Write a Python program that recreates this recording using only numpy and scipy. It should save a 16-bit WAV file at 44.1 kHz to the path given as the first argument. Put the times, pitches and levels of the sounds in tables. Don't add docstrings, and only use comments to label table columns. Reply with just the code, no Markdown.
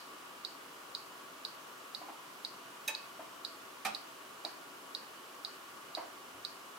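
import sys
import numpy as np
from scipy import signal
from scipy.fft import rfft, irfft, next_fast_len
from scipy.io import wavfile
from scipy.ndimage import uniform_filter1d

SR = 44100
rng = np.random.default_rng(int(sys.argv[2]) if len(sys.argv) > 2 else 0)


def file_out(sig):
    cols = np.atleast_2d(sig).T
    lim = np.clip(cols, -1, 1)
    pcm = np.round(lim * 32767).astype(np.int16)
    wavfile.write(sys.argv[1], SR, pcm)


def decibels_to_gain(level_db):
    exponent = np.asarray(level_db, float) / 20
    return 10 ** exponent


N = 298998

# (time [s], strength [dB])
TICKS = [(0.44898, 0.0), (0.9495, 0.2), (1.45002, -0.3), (1.9483, -1.5), (2.44878, 0.2), (2.94977, -0.8),
         (3.44914, -0.0), (3.94841, -0.3), (4.44986, 0.1), (4.94921, 0.3), (5.44848, -0.2), (5.94993, -0.3),
         (6.44927, 0.2)]
# (pitch [Hz], signed strength [ratio], time to fade by 60 dB [s])
CASE_TONES = [(4696, -.9, .004929), (4663, 1, .004241), (3812, -.076, .009778), (5215, -.008, .025)]
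# (pitch [Hz], left level [dB], right level [dB], fade by 60 dB [s])
CASE_OVERTONES = [(5100, -42, -52, 0.031), (5400, -52, -48, .015), (6300, -54, -54, 0.0043),
                  (7860, -67, -47.5, 0.017), (8400, -57, -50.5, 0.022), (10050, -66, -47.5, 0.019),
                  (11000, -52.5, -58, 0.034)]
# (delay [s], level [dB])
LEFT_LEAK = (.00005, -17)
# (delay [s], level [dB])
LEFT_PATHS = [(.00029, -9.5), (.0006, -20), (.00128, -12.9), (.00224, -17.3), (.00396, -18.5),
              (.00621, -19)]
# (delay [s], level [dB])
RIGHT_PATHS = [(.00001, 0), (.00202, -17.9), (.0029, -15.8), (.00369, -18.4), (.00445, -13.3),
               (.00623, -17), (.007, -15.3)]
# (time [s], peak [dB], left-right [dB], chatter length [s], rattle level [dB])
SNAPS = [
    (2.8768, -22, -5, 0.01, 2.5),
    (3.8484, -20.5, -4.5, 0.016, 1),
]
# (pitch [Hz], level [dB], fade by 60 dB [s], swell [s])
PANEL_TONES = [(602, -9, 0.17, 0.013), (874, -7.5, 0.13, 0.012), (1767, -7.5, 0.11, 0.0071),
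               (2250, -10, 0.07, 0.0033), (2360, -10, 0.095, 0.0073), (2560, 4.5, 0.084, 0.0056),
               (3260, -14, 0.1, .004), (3825, -0.5, 0.071, 0.0019), (4730, -11, 0.048, 0.0018),
               (5460, -10, 0.037, 0.00092), (6310, -3.5, 0.042, 0.00081), (9700, -8, 0.045, .002),
               (13370, -3, .025, .001)]
# (pitch [Hz], level [dB], fade by 60 dB [s], swell [s])
TRAY_TONES = [(214, -16.5, 0.28, 0.0043), (769, -1.5, 0.21, 0.0089), (1234, -7, 0.1, 0.0029),
              (1457, -19, 0.15, 0.0047), (1800, -19, 0.21, 0.0051), (2400, -6, 0.072, 0.0022),
              (2550, -10, 0.18, 0.0087), (3900, -7, 0.062, 0.0037), (4940, -21, .07, .006),
              (6630, -16, .05, .004), (8930, -13, 0.034, .001), (12600, -7, 0.013, .001)]
# (frequency [Hz], level [dB per Hz])
PANEL_RATTLE = [(300, -32), (700, -18), (1100, -16), (1800, 2.5), (2600, -13), (3800, -10), (6000, -3.5),
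                (9500, -4), (13500, -7), (16000, -12)]
# (frequency [Hz], level [dB per Hz])
TRAY_RATTLE = [(150, -28), (450, -13), (800, -2), (1400, -1.5), (2500, -6), (4000, -7), (8000, -14.5),
               (12600, -19), (16000, -24)]
# (time [s], peak [dB], left-right [dB], main pitch [Hz], cluster level [dB])
KNOCKS = [
    (2.0159, -36, -3, 730, -16.5),
    (2.0873, -35.5, -2, 790, -16.5),
    (3.194, -33.5, -1.5, 680, -17),
    (4.448, -32.5, -3, 688, -13.5),
    (5.9732, -30, -3, 725, -12),
]
# (frequency [Hz], level [dB per Hz])
KNOCK_BODY = [(120, -27), (300, -12), (450, -5.5), (750, 0), (1050, -2), (1450, -12), (2350, -12.5),
              (3200, -24), (6000, -37)]
# (frequency [Hz], fade by 60 dB [s])
KITCHEN_FADE = [(200, 0.36), (1000, 0.47), (4000, 0.39), (12000, 0.15)]
# (time [s], level [dB])
THUD = (6.325, -50)
# (pitch [Hz], level [dB], fade by 60 dB [s])
FLOOR_TONES = [(76, -14, .3), (111.6, -11, .3), (276, 4, 0.2), (660, -1, 0.11)]
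# (frequency [Hz], level [dB per Hz])
AIR_COLOUR = [(25, -48), (50, -48), (90, -24), (130, -16.5), (200, -12.5), (290, -7), (800, -7.5),
              (1130, -4.5), (2100, -12), (3000, -12), (3700, -16), (8000, -20.5), (13000, -23),
              (16000, -24.5)]
# (frequency [Hz], likeness [-1 to 1])
AIR_LIKENESS = [(60, 1), (270, 0.85), (450, 0.58), (740, 0.1), (1220, 0.54), (2010, -0.32), (3330, 0.23),
                (15000, .25)]
# (frequency [Hz], left over right [dB])
AIR_LEAN = [(60, 0), (380, 1), (700, 0), (1290, 3.5), (2380, -1.5), (4400, -2.5), (15000, -2.7)]
# (frequency [Hz], width [Hz], boost [dB])
DUCT = [(278, 7.4, 7), (376, 4.4, 12), (665, 10.5, 7), (977, 44, 3.5), (1124, 30, 5), (1160, 115, 3.5),
        (1418, 36, 6), (2934, 94, 4.5)]
# (pitch [Hz], level [dB])
HUM_TONES = [(59.02, -93), (59.384, -95)]


def unit(x):
    return x / np.sqrt(np.mean(x ** 2) + 1e-20)


def along(points, hz):
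    f, v = np.transpose(points)
    return np.interp(np.log(hz + 1), np.log(f + 1), v)


def filtered(x, response):
    size = next_fast_len(x.shape[-1] + 8192)
    spectrum = rfft(x, size) * response(np.fft.rfftfreq(size, 1 / SR))
    return irfft(spectrum, size)[..., :x.shape[-1]]


def ring(t, hz, db, t60):
    return decibels_to_gain(db - 60 * t / t60) * np.sin(2 * np.pi * hz * t)


def swelling(t, swell_s):
    return 1 - np.exp(-(t / swell_s) ** 2)


def add(out, s, x):
    k = round(s * SR)
    part = out[:, max(k, 0):][:, :x.shape[-1] + min(k, 0)]
    part += x[:, max(-k, 0):][:, :part.shape[-1]]


def placed(x, pan_db, wet_db, gap):
    hz, t, z = signal.stft(rng.standard_normal((2, SR // 2)), SR, nperseg=128)
    fade = decibels_to_gain(-60 * t / along(KITCHEN_FADE, hz)[:, None])
    tail = signal.istft(z * fade, SR, nperseg=128)[1][:, :SR // 2]
    u = np.arange(SR // 2) / SR
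    tail = tail * swelling(u, gap) * (1 + 0.44 * np.exp(-u / 0.013))
    tail = tail / np.linalg.norm(tail[0])
    wet = signal.fftconvolve(x, tail, axes=1)[:, :x.shape[-1]]
    direct = x * decibels_to_gain(np.array([[pan_db / 2], [-pan_db / 2]]))
    return direct + decibels_to_gain(wet_db) * wet


def clutter(count):
    start_s, step_s = 0.008, 0.0025
    level_db, fade_db_per_s = -24.5, -60
    chance = rng.random((count, 2))
    delay = start_s + step_s * (np.arange(count) + chance[:, 0])
    level = level_db + fade_db_per_s * delay + 3 * (chance[:, 1] - .5)
    return list(zip(delay, level))


def case_click(t):
    return sum(gain * ring(np.maximum(t, 0), hz, 0, t60) for hz, gain, t60 in CASE_TONES)


def timer():
    t = np.arange(SR // 2) / SR
    left = [LEFT_LEAK, *LEFT_PATHS, *clutter(count=5)]
    right = [*RIGHT_PATHS, *clutter(count=5)]
    tick = np.array([sum(decibels_to_gain(db) * case_click(t - delay) for delay, db in paths) for paths in (left, right)])
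    overtones = sum(ring(t, hz, np.array([[left_db], [right_db]]), t60)
                    for hz, left_db, right_db, t60 in CASE_OVERTONES)
    tick = tick + overtones * (1 - np.exp(-t / 0.00044))
    toward_walls = (case_click(t) + ring(t, 5050, -28, .007) + ring(t, 3812, -27, .0098))[None]
    tick = tick + placed(toward_walls, 0, -11, gap=.009) - toward_walls
    edge_hz = np.array([[3550], [3150]])
    tick = filtered(tick, lambda hz: 1 / np.sqrt(1 + (edge_hz / (hz + 1)) ** 14))
    out = np.zeros((2, N))
    earlier = (TICKS[0][0] - .5, 0)
    for s, db in [earlier] + list(TICKS):
        add(out, s, decibels_to_gain(db + 0.5) * tick)
    return out


def burst(t, colour, rise, length):
    noise = rng.standard_normal((3, len(t)))
    shared = noise[0] + noise[1:]
    hiss = unit(filtered(shared, lambda hz: decibels_to_gain(along(colour, hz))))
    return hiss * (1 - np.exp(-t / rise)) * np.exp(-(t / length) ** 1.2)


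def shell():
    out, t = np.zeros((2, N)), np.arange(SR // 2) / SR
    parts = [(PANEL_TONES, PANEL_RATTLE), (TRAY_TONES, TRAY_RATTLE)]
    for (s, db, pan, chatter, rattle_db), (modes, colour) in zip(SNAPS, parts):
        tones = np.zeros((2, len(t)))
        for hz, level, t60, swell in modes:
            flutter = uniform_filter1d(rng.standard_normal((3, len(t))), size=180, axis=1)
            flutter = unit(flutter[0] + 0.52 * flutter[1:])
            uneven_t = t + 0.56 * flutter / (2 * np.pi * hz)
            tones += ring(uneven_t, hz, level, t60) * swelling(t, swell)
        rattle = decibels_to_gain(rattle_db) * burst(t, colour, 0.0092, chatter)
        add(out, s, decibels_to_gain(db - 6.5) * placed(tones + rattle, pan, -6, gap=0.0055))
    return out


def knocks():
    slow_db = -11
    out, t = np.zeros((2, N)), np.arange(SR // 2) / SR
    for s, db, pan, hz, cluster_db in KNOCKS:
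        main = ring(t, hz, 0, .022) * swelling(t, .003)
        slow = ring(t, 320, slow_db, 0.088) + ring(t, 1018, slow_db, 0.071)
        cluster = decibels_to_gain(cluster_db) * burst(t, KNOCK_BODY, 0.0075, 0.02)
        body = main + slow * swelling(t, 0.013) + cluster
        add(out, s - .002, decibels_to_gain(db + 7) * placed(body, pan, -5, gap=.008))
    return out


def thud():
    out, t = np.zeros((2, N)), np.arange(SR // 2) / SR
    s, db = THUD
    floor = sum(ring(t, hz, level, t60) for hz, level, t60 in FLOOR_TONES)[None]
    add(out, s, decibels_to_gain(db) * floor * swelling(t, 0.028))
    return out


def air():
    fan_db = -53.5
    z = signal.stft(rng.standard_normal((2, N)), nperseg=512)[2]
    patches = uniform_filter1d(rng.standard_normal(z.shape[1:]), size=5, axis=0)
    patches = uniform_filter1d(patches, size=14, axis=1)
    pair = signal.istft(z * decibels_to_gain(0.51 * unit(patches)), nperseg=512)[1][:, :N]

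    def duct(hz):
        return sum(db / (1 + (2 * (hz - centre) / width) ** 2) for centre, width, db in DUCT)

    def spread(hz):
        turn = np.arccos(np.clip(along(AIR_LIKENESS, hz), -1, 1)) / 2
        return decibels_to_gain(along(AIR_COLOUR, hz) + duct(hz)) * [np.cos(turn), np.sin(turn)]

    mid, side = filtered(pair, spread)
    sides = np.array([mid + side, mid - side])
    sides = filtered(sides, lambda hz: decibels_to_gain(np.outer([.5, -.5], along(AIR_LEAN, hz))))
    return decibels_to_gain(fan_db + 3) * unit(sides)


def hum():
    in_step_s = 3.37
    t = np.arange(N) / SR - in_step_s
    return sum(np.sqrt(2) * decibels_to_gain(db) * np.sin(2 * np.pi * hz * t) for hz, db in HUM_TONES)


def scene():
    def no_deep_bass(hz):
        return (1j * hz / (1j * hz + 110)) ** 3

    oven = filtered(shell() + knocks(), no_deep_bass)
    return timer() + oven + thud() + air() + hum()


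def band_limit(x):
    return signal.sosfilt(signal.butter(12, 15700, fs=SR, output="sos"), x)


def record(dry):
    mix = filtered(dry, lambda hz: hz < 15960)
    return band_limit(mix)


dry = scene()
out = record(dry)
file_out(out)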